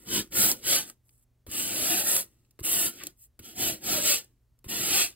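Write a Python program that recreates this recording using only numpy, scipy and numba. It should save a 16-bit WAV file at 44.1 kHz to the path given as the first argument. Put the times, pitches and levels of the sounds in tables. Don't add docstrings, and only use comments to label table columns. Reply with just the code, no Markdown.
import sys
import numpy as np
from scipy import signal
from scipy.fft import rfft, irfft, next_fast_len
from scipy.io import wavfile
from scipy.ndimage import map_coordinates
from numba import njit

SR = 44100
rng = np.random.default_rng(int(sys.argv[2]) if len(sys.argv) > 2 else 0)


def digitize_waveform(pressure):
    field = np.atleast_2d(pressure).T
    bounded = np.clip(field, -1, 1)
    quanta = np.round(bounded * 32767).astype(np.int16)
    wavfile.write(sys.argv[1], SR, quanta)


N = 227493
TIME = np.arange(N) / SR
FFT_SIZE = next_fast_len(N + SR)
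HZ = np.arange(FFT_SIZE // 2 + 1) * SR / FFT_SIZE

# start, end, attack and release in seconds; hiss level,
# its swell from start to end and its arch at mid-stroke in dB; paper rasp, paper note, board ring, board
# note and rumble in dB relative to the hiss; sheet pitch, paper note and board note in Hz; the board
# note's glide in octaves a second; the board's hollow note in Hz.
STROKES = [ (-0.016, 0.254, 0.015, 0.033, -55.5, -2.5, 1.7, -9, -23, -8, -31, -1, 9190, 2996, 606, 2.5, 227.3),
           (0.105, 0.198, 0.019, 0.015, -27.5, 4.5, 2, -2.5, -8.5, -12.5, -17, -8, 9200, 3250, 1470, 0, 215),
           (0.353, 0.529, 0.015, 0.012, -21.5, -4, 3, -10, -34, -17, -34, -17.5, 14530, 3656, 644, -4.5, 210),
           (0.531, 0.619, 0.012, 0.011, -50, -2.5, 0.6, -5, -13, -17, -12, -2, 9580, 2920, 568, 2.5, 289.7),
           (0.656, 0.791, 0.015, 0.023, -24, 3.5, 2.5, -4, -13, -15, -23, -19.5, 10680, 3200, 596.4, 7.5, 149.7),
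           (0.844, 0.923, 0.0088, 0.0091, -47.5, -0.5, 5.5, -9, -20, -9.5, -27, -11, 8000, 2846, 584, -4.5, 326),
           (1.05, 1.243, 0.015, 0.0036, -65, -0.5, 1.2, -22.5, -29.5, -24, -29, -17, 10320, 2774, 611.5, 1.5, 324.7),
           (1.524, 1.648, 0.018, 0.13, -25, 1, 2, -8.5, -13, -19, -46, -19.5, 8270, 2800, 690, -1, 265.3),
           (1.768, 2.029, 0.086, 0.0099, -25.5, -1, 1, -6.5, -16, -15.5, -15, -17, 10850, 2750, 675, 0, 311),
           (2.048, 2.205, 0.015, 0.016, -25, -1, 0.5, -10, -27, -17.5, -19, -23, 10360, 2780, 649, 0, 345),
           (2.638, 2.884, 0.0049, 0.013, -25.5, 4.5, 3, -11, -16, -19, -23.5, -20, 10030, 2950, 672, 0.5, 372.6),
           (2.902, 3.077, 0.014, 0.015, -49.5, 4.5, -2.1, -3, -24, -10.5, -22, -3.5, 13000, 2720, 666, 2, 352),
           (3.189, 3.264, 0.014, 0.0073, -50, 1, 3, -21, -30, -36, -42.5, -34, 12970, 2913, 612, 1.5, 287.7),
           (3.428, 3.553, 0.0084, 0.052, -44.5, -1, 4.2, -4.5, -9, -14.5, -19, -7.5, 12000, 3040, 733, -4.5, 237.4),
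           (3.572, 3.725, 0.013, 0.022, -28, 5, 4.5, -4.5, -12.5, -18.5, -13, -11, 12440, 2930, 703, -1, 274),
           (3.863, 3.985, 0.02, 0.042, -25.5, 2, 0.5, -4.5, -19.5, -14.5, -13.5, -12, 12500, 2650, 694, -3.5, 280),
           (4.032, 4.158, 0.032, 0.021, -22, 1.5, 3, -3.5, -12.5, -17, -21.5, -45, 7330, 2750, 593, -1.5, 226),
           (4.686, 4.966, 0.0039, 0.006, -31, 3, 3.5, -4.5, -12.5, -14.5, -16, -12, 12100, 2850, 699.6, -0.5, 350),
           (4.932, 5.033, 0.038, 0.022, -22.5, 1.5, -0.5, -3, -9, -15.5, -22, -24.5, 8860, 2720, 683.5, -1, 369.3),
           ]
# start in seconds, tick level in dB, tick decay in seconds,
# levels of tap, thump and foam crush in dB, thump delay in seconds.
LANDINGS = [(1.4656, -43.5, 0.013, -44.5, -36.5, -44, 0.022),
            (2.5908, -48.5, 0.022, -39.5, -34.5, -48.5, 0.024), (3.392, -39, .008, -55, -43.5, -53, 0.017),
            (4.643, -46.5, 0.029, -45.5, -38, -48.5, 0.024)]
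# start in seconds, #
# rustle level in dB, decay in seconds, pitch in Hz, level of the board's knock in dB.
FLICKS = [ (.321, -42, .018, 2800, -46), (.5157, -10.5, .0009, 8500, -33), (.878, -44, .005, 7000, -56),
          (.8895, -42, .003, 8000, -58), (.8993, -31, .0012, 6000, -49), (1.093, -48.5, .0005, 5500, -77),
          (1.509, -50.5, .018, 2400, -55), (2.163, -18, .003, 11000, -44), (2.1655, -15, .0015, 11000, -40),
          (2.449, -67, .003, 3500, -80), (2.509, -53.5, .003, 12000, -80), (2.597, -38, .0015, 12000, -58),
          (2.605, -41, .002, 10000, -58), (3.0365, -26, .0015, 7500, -42),
          (3.0695, -25.5, .0022, 9000, -40), (3.455, -42, .004, 10000, -58), (4.245, -48, .003, 10000, -58),
          (4.59, -58, .002, 12000, -80), ]
# frequency in Hz, width in Hz, level in dB.
BOARD_MODES = [(210, 160, -20), (345, 61, -5.5), (554, 28, -1), (690, 44, 0), (797, 120, -1),
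               (1000, 80, -4.5), (1257, 220, -8), (1500, 220, -3), (1898, 270, -5)]
# frequency in Hz, level in dB.
GRIT_SPECTRUM = [(2500, -35), (5000, -13), (7000, -4), (8800, 0), (11200, 0), (13500, -1.5), (16000, -3.5)]
RASP_SPECTRUM = [(700, -30), (1200, -13), (2050, -9), (2600, -4), (3500, -2), (4500, -1.5), (6200, -1),
                 (7500, -4.5), (11000, -22)]
RUMBLE_SPECTRUM = [(20, -21), (50, -8), (80, -9), (125, -4), (160, -4.5), (205, 1), (260, -4.5), (335, -1),
                   (420, -10), (800, -23)]
TICK_SPECTRUM = [(200, -0.5), (1200, -19.5), (3000, -14.5), (7000, -20), (11000, -11.5), (16000, -13.5)]
CRUSH_SPECTRUM = [(40, -8.5), (130, 2), (370, -2), (520, -27.5), (1000, -14.5), (3000, -42)]
AIR_SPECTRUM = [(20, -10), (50, 7.5), (130, -4), (200, -15), (400, -18), (800, -26), (2500, -33),
                (8000, -35.5), (16000, -35)]
# frequency in Hz, rms level in dB.
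MAINS_HUM = [(60, -81), (120, -73), (240, -86.5)]
# frequency in Hz, phase in radians.
STEREO_PHASE = [(0, 0), (400, 0), (780, 2.3), (1100, .6), (1550, 1.2), (2200, 0), (3300, -1.4),
                (4400, -1.7), (5250, -3.1), (6800, -3.1), (7580, -0.2), (8350, 0.0), (9220, 2.8),
                (10200, 3.6), (11000, 6.2), (11900, 6.5), (12700, 9.5), (13400, 9.6), (14300, 12.2),
                (16400, 14.4)]
# frequency in Hz, level in dB relative to the direct sound.
SCATTER_SPECTRUM = [(100, -17), (300, -11), (500, -2), (690, -7), (1100, 4), (1600, 2), (2200, -6),
                    (3000, -4), (4700, 0), (5700, -20), (7200, -6), (8200, -14), (15000, -14)]


def sanding():
    levels_db, (sheet_hz, paper_hz, board_hz, hollow_hz) = strokes()
    hiss_db = levels_db[0]
    speed = undb((hiss_db - hiss_db.max()) / 2)
    tears_per_s = 3500 + 22000 * speed
    drag = undb(.4 * walk(rate=80) + .5 * walk(rate=14))
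    coarse = undb(-12.5) * fractures(rate=60, spread_db=1)
    hiss = grit_hiss(tears_per_s, coarse, sheet_hz)
    paper = paper_layers(tears_per_s, coarse, paper_hz)
    board = board_layers(tears_per_s, board_hz, hollow_hz)
    return drag * np.sum(undb(levels_db) * np.array([hiss, *paper, *board]), axis=0)


def strokes():
    power, pitch = 1e-14, 0
    for (start, end, attack, release, hiss_db, swell_db, arch_db,
         rasp_db, paper_note_db, ring_db, board_note_db, rumble_db,
         sheet_hz, paper_hz, board_hz, glide, hollow_hz) in STROKES:
        speed = hand_speed(start, end, attack, release, arch_db)
        from_middle_s = np.clip(TIME, start, end) - (start + end) / 2
        travel = from_middle_s / (end - start)
        pressure = undb(-.5 * travel)
        paper, board, rumble = speed ** .95, pressure * speed ** .8, pressure * speed ** .5
        balance = undb([0, rasp_db, paper_note_db, ring_db, board_note_db, rumble_db])[:, None]
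        envelopes = np.array([speed, paper, paper, board, board, rumble])
        gains = undb(hiss_db + swell_db * travel) * balance * envelopes
        board_hz = board_hz * 2 ** (glide * from_middle_s)
        hollow_hz = hollow_hz * 2 ** (1.4 * from_middle_s)
        notes = np.array(np.broadcast_arrays(sheet_hz, paper_hz, board_hz, hollow_hz))
        power = power + gains ** 2
        pitch = pitch + (notes - pitch) * (gains[0] ** 2 + 1e-14) / power[0]
    return 10 * np.log10(power), pitch


def hand_speed(start, end, attack, release, arch_db):
    rise = .5 + .5 * np.tanh((TIME - start) / (2 * attack))
    fall = .5 - .5 * np.tanh((TIME - end) / (2 * release))
    position = np.clip((2 * TIME - start - end) / (end - start), -1, 1)
    sliding = np.maximum(rise - .035, 0)
    return sliding * fall * undb(-arch_db * position ** 2)


def fractures(rate, spread_db):
    struck = rng.random(N) < rate / SR
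    polarity = rng.choice([-1, 1], N)
    size = undb(spread_db * np.clip(rng.standard_normal(N), -3, 3))
    return unit(struck * polarity * size)


def grit_hiss(rate, coarse, sheet_hz):
    tears = flutter(through(fractures(rate, spread_db=4.8) + coarse, shape(GRIT_SPECTRUM)))
    centre_hz = sheet_hz * (1 + .04 * walk(rate=25))
    return unit(tears + .7 * moving_band(tears, centre_hz, width_hz=1700.))


def flutter(x, count=9, band_hz=2000, depth_db=1.6):
    bands = (np.interp(HZ / band_hz, np.arange(count), share) for share in np.eye(count))
    return sum(undb(depth_db * walk(rate=55)) * through(x, band) for band in bands)


def paper_layers(rate, coarse, paper_hz):
    rasp = unit(through(fractures(rate, spread_db=2.5) + coarse, shape(RASP_SPECTRUM)))
    paper_note = note(fractures(rate, spread_db=3), paper_hz * (1 + .025 * walk(rate=7)), width_hz=620.)
    return rasp, paper_note


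def board_layers(rate, board_hz, hollow_hz):
    ring = unit(through(fractures(rate, spread_db=2.5), resonances(BOARD_MODES)))
    board_note = note(fractures(rate, spread_db=3), board_hz * (1 + .02 * walk(rate=6)), width_hz=140.)
    drumming = through(fractures(rate, spread_db=1), shape(RUMBLE_SPECTRUM))
    rumble = unit(drumming + .65 * moving_band(drumming, hollow_hz, width_hz=31.))
    return ring, board_note, rumble


def flicks():
    noise, out = rng.standard_normal(N), 0
    for start, rustle_db, decay, hz, knock_db in FLICKS:
        band = resonances([(hz, 1.1 * hz, 0)])
        crack = undb(2.5) * click(start, band)
        rustle = burst(start, decay) * unit(through(noise, band))
        out = out + undb(rustle_db) * (crack + rustle) + undb(knock_db) * knock(start, decay)
    return out


def knock(start, decay, corner_hz=450):
    ring = through(burst(start, decay), resonances(BOARD_MODES) / (1 + 1j * HZ / corner_hz))
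    return ring / np.abs(ring).max()


def landings():
    out = 0
    tick = unit(through(rng.standard_normal(N), shape(TICK_SPECTRUM)))
    crush = unit(through(rng.standard_normal(N), shape(CRUSH_SPECTRUM)))
    for start, tick_db, tick_decay, tap_db, thump_db, crush_db, delay in LANDINGS:
        landed = TIME >= start
        thump_hz = 42 + 300 * burst(start, decay=.011)
        swell = np.exp(-((TIME - start - delay) / .0064) ** 2)
        thump = swell * np.sin(2 * np.pi * np.cumsum(thump_hz * landed) / SR)
        out = out + undb(tick_db) * tick * burst(start, tick_decay) + undb(tap_db) * tap(start)
        out = out + undb(thump_db) * thump + undb(crush_db) * crush * np.sqrt(swell) * landed
    return out


def tap(start, delay_at_1khz_s=.0014):
    dispersion = np.exp(-4j * np.pi * delay_at_1khz_s * np.sqrt(1000 * HZ))
    return click(start, dispersion * resonances([(350, 400, 0)]))


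def skid(middle_s=3.012, half_length_s=.024, sag_octaves_per_s=14):
    since = TIME - middle_s
    hz = 2130 * 2 ** (-sag_octaves_per_s * np.clip(since, -2 * half_length_s, 2 * half_length_s))
    scuff = note(fractures(rate=3000, spread_db=5), hz, width_hz=2400.)
    return undb(-44.5) * np.exp(-(since / half_length_s) ** 2) * scuff


def close_stereo(x):
    phase = np.interp(HZ, *np.transpose(STEREO_PHASE)) * HZ ** 4 / (HZ ** 4 + 200. ** 4)
    direct = np.exp(.5j * np.array([[1], [-1]]) * phase)
    walls = undb(-25) * wall_echoes(t60_s=.21, delay_s=.0051)
    scatter = shape(SCATTER_SPECTRUM)
    total = np.sqrt(1 + scatter ** 2)
    near = np.array([near_reflections(x) for channel in range(2)])
    return through(x, (direct + walls) / total) + through(near, scatter / total)


def near_reflections(x, count=4):
    delays_s = np.linspace(.0012, .0044, count)
    paths = (rng.choice([-1, 1]) * delayed(x, s * (1 + .1273 * walk(rate=2.5))) for s in delays_s)
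    return sum(paths) / np.sqrt(count)


def wall_echoes(t60_s, delay_s):
    tail = rng.standard_normal((2, N)) * burst(delay_s, t60_s / np.log(1000))
    return rfft(tail / np.sqrt(np.sum(tail ** 2, axis=1, keepdims=True)), FFT_SIZE)


def room_tone():
    air = through(rng.standard_normal(N) + .4 * rng.standard_normal((2, N)), shape(AIR_SPECTRUM))
    hum = sum(undb(db) * np.sqrt(2) * np.sin(2 * np.pi * (hz * TIME + rng.random()))
              for hz, db in MAINS_HUM)
    return undb(-69) * unit(air) + hum


def undb(db):
    return 10 ** (np.asarray(db) / 20)


def unit(x):
    return x / np.sqrt(np.mean(x ** 2))


def shape(points):
    hz, db = np.transpose(points)
    return undb(np.interp(np.log(HZ + 1), np.log(hz), db))


def through(x, response):
    return irfft(rfft(x, FFT_SIZE) * response, FFT_SIZE)[..., :N]


def resonances(modes):
    return sum((-1) ** k * undb(db) * 1j * HZ * width / (hz ** 2 - HZ ** 2 + 1j * HZ * width)
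               for k, (hz, width, db) in enumerate(modes))


def walk(rate):
    return unit(through(rng.standard_normal(N), 1 / (1 + (HZ / rate) ** 4)))


def burst(start, decay):
    return (TIME >= start) * np.exp(-np.abs(TIME - start) / decay)


def click(start, response):
    wave = through(np.arange(N) == int(start * SR), response)
    return wave / np.abs(wave).max()


@njit
def moving_band(x, hz, width_hz):
    out, band_state, low_state = np.empty(len(x)), 0., 0.
    for i in range(len(x)):
        tuning, damping = np.tan(np.pi * hz[i] / SR), width_hz / hz[i]
        band = (band_state + tuning * (x[i] - low_state)) / (1 + tuning * (tuning + damping))
        band_state, low_state = 2 * band - band_state, low_state + 2 * tuning * band
        out[i] = damping * band
    return out


def note(x, hz, width_hz):
    return unit(moving_band(moving_band(x, hz, width_hz), hz, width_hz))


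def delayed(x, seconds):
    return map_coordinates(x, [(TIME - seconds) * SR], order=3)


def scene():
    return close_stereo(sanding() + landings() + flicks() + skid()) + room_tone()


def record(dry):
    return signal.sosfilt(signal.ellip(10, .2, 80, 15700, fs=SR, output="sos"), dry)


dry = scene()
out = record(dry)
digitize_waveform(out)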